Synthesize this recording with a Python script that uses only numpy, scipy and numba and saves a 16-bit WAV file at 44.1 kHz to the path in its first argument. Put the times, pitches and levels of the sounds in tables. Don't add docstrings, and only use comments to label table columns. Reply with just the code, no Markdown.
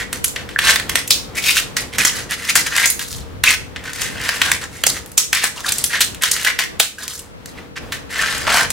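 import sys
import numpy as np
from scipy import signal
from scipy.fft import rfft, irfft
from scipy.io import wavfile
from numba import njit

SR = 44100
rng = np.random.default_rng(int(sys.argv[2]) if len(sys.argv) > 2 else 0)


def generate_wav(sig):
    pcm = np.round(np.clip(np.atleast_2d(sig).T, -1, 1) * 32767).astype(np.int16)
    wavfile.write(sys.argv[1], SR, pcm)


N = 384552

# (multiple of its main resonance, level/dB)
BLADE_SPECTRUM = [(.1, -35.5), (0.251, -14), (.42, -12), (.66, -1), (.84, 2.5), (1, 4), (1.142, -0.5),
                  (1.35, 1.5), (1.7, 1), (2.3, -4), (4, -11), (8, -36)]
# (f/Hz, level/dB)
WALL_SPECTRUM = [(60, -27), (200, -16), (420, -9.5), (620, -0.5), (950, 0.5), (1300, -6.5), (2000, -22),
                 (5000, -47)]
TOP_HZ = 15800


def undb(db):
    return 10 ** (np.asarray(db) / 20)


def unit(x):
    return x / np.sqrt(np.mean(x ** 2) + 1e-18)


def curve(rows):
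    return np.interp(np.arange(N) / SR, *np.transpose(rows))


def walk(n, rate):
    place = np.arange(n) * rate / SR
    count = int(place[-1]) + 2
    return np.interp(place, np.arange(count), rng.standard_normal(count))


def response(points, scale=1, size=512):
    hz, db = np.transpose(points)
    bins = np.maximum(np.arange(size // 2 + 1) * SR / size, 1)
    level_db = np.interp(np.log(bins), np.log(np.sort(hz) * scale), db)
    cepstrum = irfft(np.log(undb(level_db)))
    cepstrum[1:size // 2] *= 2
    cepstrum[size // 2 + 1:] = 0
    return unit(irfft(np.exp(rfft(cepstrum)))) / np.sqrt(size)


def colour(x, points, scale=1, size=512):
    return signal.fftconvolve(x, response(points, scale, size))[:len(x)]


def resonate(x, hz, width):
    return signal.lfilter(*signal.iirpeak(min(hz, .45 * SR), hz / width, fs=SR), x)


def add(track, sound, s):
    start = round(s * SR)
    lo, hi = max(start, 0), min(start + len(sound), N)
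    if hi > lo:
        track[lo:hi] += sound[lo - start:hi - start]


def scraper(lead_s=.007):
    # (hardest push t/s, length/s, blade resonance f/Hz, blade level/dB, grit level/dB)
    pushes = [(.005, 0.078, 1920, -19, -28.5), (0.683, .13, 1820, -10, -13),
              (1.382, 0.077, 2180, -20.5, -23), (1.486, 0.15, 2660, -13, -15.5),
              (1.576, 0.065, 2830, -12.5, -12.5), (1.947, 0.057, 2100, -24, -31.5),
              (2.175, 0.16, 1890, -26, -27.5), (2.324, 0.068, 1940, -16, -22),
              (2.448, 0.2, 1980, -25.5, -28.5), (2.498, 0.036, 2340, -11.5, -15),
              (2.67, 0.047, 1880, -18.5, -19.5), (2.786, 0.19, 1910, -13.5, -17),
              (2.844, 0.057, 2080, -12.5, -24), (3.107, 0.27, 2310, -55, -30.5),
              (3.494, .125, 2200, -8.5, -15), (3.879, 0.12, 1800, -25.5, -35.5),
              (4.035, 0.23, 1930, -23.5, -25.5), (4.277, 0.33, 1800, -20.5, -25.5),
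              (4.472, 0.19, 1662, -20.5, -24), (4.634, .057, 1740, -23.5, -26.5),
              (4.772, 0.18, 2020, -37.5, -37.5), (4.966, 0.07, 1900, -25.5, -27.5),
              (5.382, .11, 2540, -19.5, -41), (5.444, 0.074, 1920, -16.5, -20),
              (5.588, 0.076, 1250, -31.5, -26.5), (5.682, 0.11, 1660, -22.5, -19),
              (5.789, 0.15, 2070, -35, -28), (5.95, 0.12, 1900, -15.5, -24.5),
              (6.229, 0.04, 2010, -18, -25), (6.391, 0.22, 1980, -24, -24),
              (6.478, 0.082, 1900, -11.5, -23), (7.026, .12, 1760, -33, -29.5),
              (7.142, 0.15, 2500, -57, -30), (7.587, 0.038, 2160, -32.5, -54),
              (7.773, 0.037, 1840, -22, -35), (8.218, 0.27, 1826, -16.5, -24),
              (8.341, 0.33, 1757, -22.5, -26.5), (8.495, 0.097, 1490, -13.5, -22),
              (8.57, 0.19, 1605, -10, -14.5)]
    # (t/s, blade level/dB, flake level/dB,
    # flake resonance f/Hz, skid level against the snap/dB, fading time of the fracture force/s)
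    snaps = [(.129, -15.5, -12.5, 9300, -16.5, 0.0048), (.244, -16, 0.5, 10400, -27.5, 0.0022),
             (.361, -11.5, -26, 2300, -18.5, 0.0036), (.491, -20.5, -28, 2900, -13, 0.0027),
             (.589, -1.5, -8.5, 3250, -17, 0.0035), (.708, -10, -4, 3600, -20, 0.0026),
             (.759, -5, -9.5, 3070, -31, .003), (.799, -11, -15.5, 2980, -32, .0023),
             (.895, -11.5, -9, 2900, -18, 0.0038), (0.956, 1, -2, 8350, -23.5, .0023),
             (1.077, -43, -14, 11800, -33, 0.0024), (1.107, -14, 6.5, 4970, -30.5, 0.0021),
             (1.569, -3.5, -6, 3060, -18, 0.0014), (1.768, -9.5, -9, 5700, -15, 0.0045),
             (1.984, -8.5, -8.5, 6640, -5.5, 0.0074), (2.051, 1, 4.5, 6450, -21.5, 0.0021),
             (2.31, -21, -11.5, 10100, -25, 0.0011), (2.555, -3, 0, 7100, -14.5, .008),
             (2.765, -8.5, -7, 8200, -23, .0023), (2.858, -14, 4, 7100, -37, 0.0017),
             (2.902, -34, -1.5, 10470, -45, 0.0011), (2.994, -18, -13, 3040, -10.5, 0.0028),
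             (3.128, -37, -17, 4960, -31, 0.0013), (3.439, 2, 3.5, 2860, -23, 0.0012),
             (3.762, -15, -40, 3135, -20, 0.0035), (4.018, -16, -8.5, 5550, -21, .0018),
             (4.291, -4, -10.5, 3190, -40, 0.0025), (4.417, 2, -5.5, 4060, -31, 0.0022),
             (4.517, 1, -3, 8550, -23.5, 0.0019), (4.838, -2.5, -4, 3470, -31, .0017),
             (4.867, -9, 4, 7090, -22, 0.0025), (5.061, -44, -25, 12000, -22, .0015),
             (5.118, -36, -25.5, 9600, -25, .0015), (5.179, -15, 5, 6900, -28, 0.004),
             (5.33, -2, -2, 3100, -14.5, .003), (5.441, -14, -4.5, 8400, -30, 0.0028),
             (5.606, -32, -19, 6500, -32, .0012), (5.691, -26, -5.5, 3710, -22, 0.0024),
             (5.722, -28, -3, 8350, -30, 0.0017), (5.784, -33, -9.5, 8500, -20, .0035),
             (5.841, -22, -2, 9400, -26, 0.0036), (6.007, -12, -1.5, 3500, -15, 0.012),
             (6.147, -28, -21.5, 2900, -31, 0.0022), (6.223, -19, -10, 10000, -26, 0.0022),
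             (6.236, -4.5, -1.5, 4020, -16.5, 0.0029), (6.315, -25, -1, 7000, -18, 0.0035),
             (6.365, -12, -16, 3260, -33, 0.0019), (6.448, -11.5, -6.5, 3000, -22, 0.0039),
             (6.589, -10, -14, 4700, -6.5, 0.014), (6.799, -8.5, 2.5, 3400, -23.5, 0.0044),
             (7.08, -23, -13, 5800, -16, 0.0016), (7.193, -48, -21.5, 8350, -25, 0.0037),
             (7.459, -27, -22, 6270, -17.5, 0.0024), (7.922, -16.5, -21.5, 3940, -14, 0.013),
             (8.468, -12.5, -32, 3226, -4, 0.0048), (8.704, -17, -8.5, 7950, -23, 0.0034)]
    # (t of its peak/s, f/Hz, level/dB, fall time/s)
    sticks = [(0.562, 1750, -0.5, .0018), (.689, 1750, -3, 0.0029), (1.108, 5080, -6, 0.0039),
              (1.382, 2450, -14, 0.0092), (1.484, 3800, -12, .009), (2.003, 2540, -12, 0.0066),
              (3.476, 2600, -3.5, 0.0066), (5.647, 1650, -16, 0.0029), (5.661, 1200, -17, 0.0022),
              (5.684, 3700, -15, 0.0027), (5.947, 1800, -9, 0.0068), (6.466, 1700, -4, 0.0019),
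              (6.985, 1650, -21.5, .003), (8.194, 1800, -11, 0.0034)]
    # (t/s, level/dB, pitch of the thud f/Hz)
    blows = [(1.106, -20, 395), (2.556, -20, 597), (2.857, -18, 600), (4.417, -15, 760), (4.838, -25, 705),
             (4.868, -11, 620), (5.439, -14, 701), (6.802, -8, 543)]
    # (f/Hz, width/Hz, level/dB)
    steel_rings = [(658, 5.2, -13.5), (1035, 35, -2.5), (1385, 8.7, -11.5), (1509, 25, -8.5),
                   (4160, 15, -15.5), (6050, 31, -8)]
    rise_share = .48
    skid_rise_s, skid_fall_s, skid_hz, skid_grit_db = 0.02, 0.058, 2004, -1

    out = np.zeros(N)
    for s, length, hz, blade_db, grit_db in pushes:
        sound, build_up = stroke(rise_share * length, (1 - rise_share) * length, hz, blade_db, grit_db)
        add(out, sound, s - build_up)
        for chip, at in chips(lead_s, s - build_up, length, grit_db):
            add(out, chip, at)
    for s, blade_db, flake_db, flake_hz, skid_db, decay_s in snaps:
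        add(out, crack(blade_db, flake_db, flake_hz, lead_s, decay_s), s - lead_s)
        skid_sand_db = flake_db + skid_db + skid_grit_db
        skid, _ = stroke(skid_rise_s, skid_fall_s, skid_hz, blade_db + skid_db, skid_sand_db)
        add(out, skid, s)
    for s, *slip in sticks:
        sound = squeak(*slip)
        add(out, sound, s - len(sound) / SR / 2)
    for s, *blow in blows:
        add(out, knock(*blow), s)
    return out + sum(undb(db) * resonate(out, hz, width) for hz, width, db in steel_rings)


def stroke(rise, fall, hz, blade_db, grit_db, swell=0.88, chatter_db=3, chatter_rate=300, patch_db=3,
           patch_rate=90, flat_hz=1560, wall_db=-7.5, crumb_db=-5.5, snag_db=-5.0, snag_spread=1.165,
           ring_db=1, ring_q=3.0):
    # (f/Hz, level/dB)
    sand_spectrum = [(300, -43.5), (1200, -2), (2500, -17), (3800, -1), (5500, -0.5), (8000, -2),
                     (11000, -5), (15500, -15)]
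    upright_hz, grit_track = 1890, 0.44

    knots = np.cumsum([0, rise, fall])
    t = np.arange(int(knots[-1] * SR)) / SR
    push = np.interp(t, knots, [0, 1, 0]) ** swell
    slips = unit(undb(chatter_db * walk(len(t), chatter_rate)))

    rasp = unit(colour(slips * grains(len(t), rate=5000, spread_db=3.0), BLADE_SPECTRUM, hz))
    rasp = unit(rasp + undb(ring_db) * resonate(rasp, hz, hz / ring_q))
    snags = crumbs(len(t), hz / snag_spread, hz * snag_spread, rate=130, cycles=1.25, spread_db=6)
    blade = undb(blade_db) * unit(rasp + undb(snag_db) * snags)

    patches = undb(patch_db * walk(len(t), patch_rate))
    fineness = (hz / upright_hz) ** grit_track
    sand = patches * slips * grains(len(t), rate=4000, spread_db=2.0)
    sand = unit(colour(sand, sand_spectrum, fineness))
    shed = crumbs(len(t), 2500 * fineness, 10500 * fineness)
    grit = undb(grit_db) * unit(sand + undb(crumb_db) * shed)

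    flatness = min((flat_hz / hz) ** 8, 1.4)
    wall = unit(colour(slips * grains(len(t), rate=3000, spread_db=3.5), WALL_SPECTRUM))
    wall = undb(blade_db + wall_db) * flatness * wall
    return push * (blade + grit + wall), rise


def chips(lead_s, start, length, grit_db):
    chips_per_s, chip_db, spread_db = 16, 1.5, 3
    middle_hz, octaves, blade_db = 6000, 0.77, -7
    for _ in range(rng.poisson(chips_per_s * length)):
        db = grit_db + chip_db + spread_db * rng.standard_normal()
        hz = middle_hz * 2 ** (octaves * (2 * rng.random() - 1))
        yield crack(db + blade_db, db, hz, lead_s), start + length * rng.beta(2, 2) - lead_s


def crack(blade_db, flake_db, flake_hz, lead_s, decay_s=0.0014, grow_s=0.0008, ring_db=3, ring_q=3.6,
          blade_hz=1850, wall_db=-19, after_db=-19, after_s=0.034, size=2048):
    # (f/Hz, level/dB)
    flake_spectrum = [(200, -20.5), (1200, -21.5), (2500, 8), (4500, 7), (8000, 9), (12000, 6), (16000, 1)]
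    t = np.arange(size) / SR - lead_s
    force = np.exp(np.minimum(t / grow_s, -t / decay_s))
    flake = colour(fracture(force), flake_spectrum)
    flake = flake + undb(ring_db) * resonate(flake, flake_hz, flake_hz / ring_q)

    ring_hz = blade_hz * np.exp(.04 * rng.standard_normal())
    blade = colour(fracture(force), BLADE_SPECTRUM, ring_hz)
    blade = unit(blade + resonate(blade, ring_hz, 610))
    wall = undb(wall_db) * unit(colour(fracture(force), WALL_SPECTRUM))

    splinters = crumbs(size, 0.59 * flake_hz, min(1.61 * flake_hz, TOP_HZ))
    splinters = undb(flake_db + after_db) * splinters * np.exp(-np.abs(t) / after_s) * (t > 0)
    strength = np.sqrt(np.mean(force ** 2))
    return strength * (undb(flake_db) * unit(flake) + undb(blade_db) * (blade + wall)) + splinters


def squeak(hz, db, fall_s, rise_share=0.41, wobble=0.038, wobble_rate=450, rough_db=3, size=3072):
    t = (np.arange(size) - size / 2) / SR
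    grip = np.exp(np.minimum(t / (rise_share * fall_s), -t / fall_s))
    phase = 2 * np.pi * np.cumsum(hz * (1 + wobble * walk(size, wobble_rate))) / SR
    return undb(db) * grip * unit(np.sin(phase) * undb(rough_db * walk(size, wobble_rate)))


def knock(db, hz, decay_s=0.0018, q=1.25, size=1024):
    force = np.exp(-np.arange(size) / SR / decay_s)
    thud = resonate(resonate(fracture(force), hz, hz / q), hz, hz / q)
    return undb(db) * np.sqrt(np.mean(force ** 2)) * unit(thud)


def fracture(force):
    breaks = rfft(force * grains(len(force), rate=9000, spread_db=5))
    return irfft(breaks / np.sqrt(np.abs(breaks) + 1e-18), len(force)) * force ** 0.091


def grains(n, rate, spread_db):
    struck = rng.random(n) < rate / SR
    size = undb(spread_db * np.minimum(rng.exponential(size=n), 4))
    return unit(struck * size * rng.choice([-1, 1], n))


def crumbs(n, lo_hz, hi_hz, rate=210, cycles=1.57, spread_db=7.5, size=400):
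    out = np.zeros(n + size)
    t = np.arange(size) / SR
    for place, pitch, weight in rng.random((int(rate * n / SR) + 1, 3)):
        hz = lo_hz * (hi_hz / lo_hz) ** pitch
        age = t * hz / cycles
        chip = np.sqrt(hz) * np.sin(2 * np.pi * hz * t) * age * np.exp(-age)
        start = int(place * n)
        out[start:start + size] += chip * undb(-spread_db * np.log(weight + 0.058))
    return unit(out[:n])


def room(x, count=24, right_treble_db=-14):
    out, hop = np.zeros((2, N)), N // count + 1
    padded = np.pad(x, (hop, 2 * hop))
    for k in range(count + 1):
        part = padded[k * hop:(k + 2) * hop] * np.hanning(2 * hop)
        for track, path in zip(out, paths()):
            add(track, signal.fftconvolve(part, path), (k - 1) * hop / SR)
    return out + np.array([[-1], [1]]) * undb(right_treble_db) * np.diff(out, prepend=0) / 2


def paths(direct_db=-3, wet_db=-4.5, apart_hz=3200, build_s=0.0028, scatter_db=-4, size=12):
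    # (band centre f/Hz, time to fade by 60 dB/s, level/dB)
    tail_bands = [(300, 0.033, -1), (800, 0.28, -3), (1830, 0.35, -3.5), (4100, 0.3, -0.5),
                  (8000, 0.32, -2), (14000, 0.27, -3.5)]
    # (usual delay/s, left gain, right gain)
    reflections = [(.0042, 0.64, 0.032), (0.0123, 0.042, 0.13)]
    t = np.arange(SR // 2) / SR
    centres = np.array(tail_bands)[:, 0]
    bins = np.maximum(np.fft.rfftfreq(len(t), 1 / SR), 1)
    sides = np.array([[1], [-1]])

    mid, side = rfft(rng.standard_normal((2, len(t))))
    width = np.clip(bins / apart_hz, 0, 1) ** .5
    field = (mid + sides * width * side) / np.sqrt(1 + width ** 2)
    out = 0
    for share, (_, t60, db) in zip(np.eye(len(tail_bands)), tail_bands):
        fade = np.exp(-np.log(1000) * t / t60) * (1 - np.exp(-t / build_s))
        band = irfft(field * np.interp(np.log(bins), np.log(centres), share), len(t))
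        out = out + undb(db + wet_db) * band * fade / np.linalg.norm(fade)

    out[:, 0] += undb(direct_db)
    scatter = unit(np.diff(rng.standard_normal(size), prepend=0, append=0)) / np.sqrt(size)
    out[:, :size + 1] += undb(direct_db + scatter_db) * sides * scatter
    for delay, left, right in reflections:
        place = int(delay * rng.uniform(.85, 1.15) * SR)
        out[:, place] += undb(direct_db) * np.array([left, right])
    return out


def background(air_db=2.5, side_db=-1.0, hum_db=-1.0, waver_db=1.5, lean_db=1.6):
    # (f/Hz, level/dB)
    air_spectrum = [(20, -23), (35, -11.5), (50, -5), (83, -4), (142, -8), (264, -10.5), (490, -13),
                    (750, -17.5), (1240, -19.5), (3350, -28), (8000, -39), (15000, -43)]
    # (f/Hz, level before the overall trim/dB)
    hum_tones = [(48.4, -57), (71, -53), (145.3, -53), (186, -56.5), (199.2, -54), (241, -56.5),
                 (274.5, -51.5), (467.5, -49), (511.4, -53.5)]
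    # (t/s, level of the air before the overall trim/dB)
    slow_gain = [(0.0, -37), (0.39, -38), (0.95, -37.5), (1.07, -40), (2.67, -39), (2.86, -42), (4.44, -39),
                 (5.08, -43.5), (6.68, -41.5), (6.9, -49.5), (7.26, -45.5), (8.72, -36)]
    peak_s, peak_db, rise_db_per_s, fall_db_per_s = 3.15, -34.5, 176, 12

    t = np.arange(N) / SR
    gain_db = curve(slow_gain)
    swell_db = peak_db + np.minimum(rise_db_per_s * (t - peak_s), fall_db_per_s * (peak_s - t))

    def layer():
        air = unit(colour(rng.standard_normal(N), air_spectrum, size=8192))
        air = air * undb(gain_db + air_db + 3.1 * walk(N, 12))
        rumble = unit(resonate(resonate(rng.standard_normal(N), 80, 70), 80, 70))
        return air + rumble * undb(swell_db)

    hum = 0
    for hz, db in hum_tones:
        strength = undb(db + hum_db + waver_db * walk(N, 2.95)) * np.sqrt(2)
        hum = hum + strength * np.sin(2 * np.pi * hz * t + walk(N, 4))
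    hum = hum * undb(gain_db - gain_db.mean())
    sides = np.array([[1], [-1]])
    return (layer() + sides * undb(side_db) * layer() + hum) * undb(sides * lean_db / 2)


def scene():
    lean_db = -0.5
    return room(scraper()) * undb(np.array([[1], [-1]]) * lean_db / 2) + background()


@njit
def follow(x, attack, release):
    out, e = np.empty(len(x)), 0.
    for i in range(len(x)):
        e += (x[i] - e) * (attack if x[i] > e else release)
        out[i] = e
    return out


def record(dry, ceiling=0.94, attack_s=0.0023, release_s=0.024):
    envelope = follow(np.abs(dry).max(axis=0), 1 / (attack_s * SR), 1 / (release_s * SR))
    limited = np.clip(dry / np.maximum(envelope / ceiling, 1), -1, 1)
    return signal.sosfilt(signal.ellip(8, .2, 70, TOP_HZ, fs=SR, output="sos"), limited)


dry = scene()
out = record(dry)
generate_wav(out)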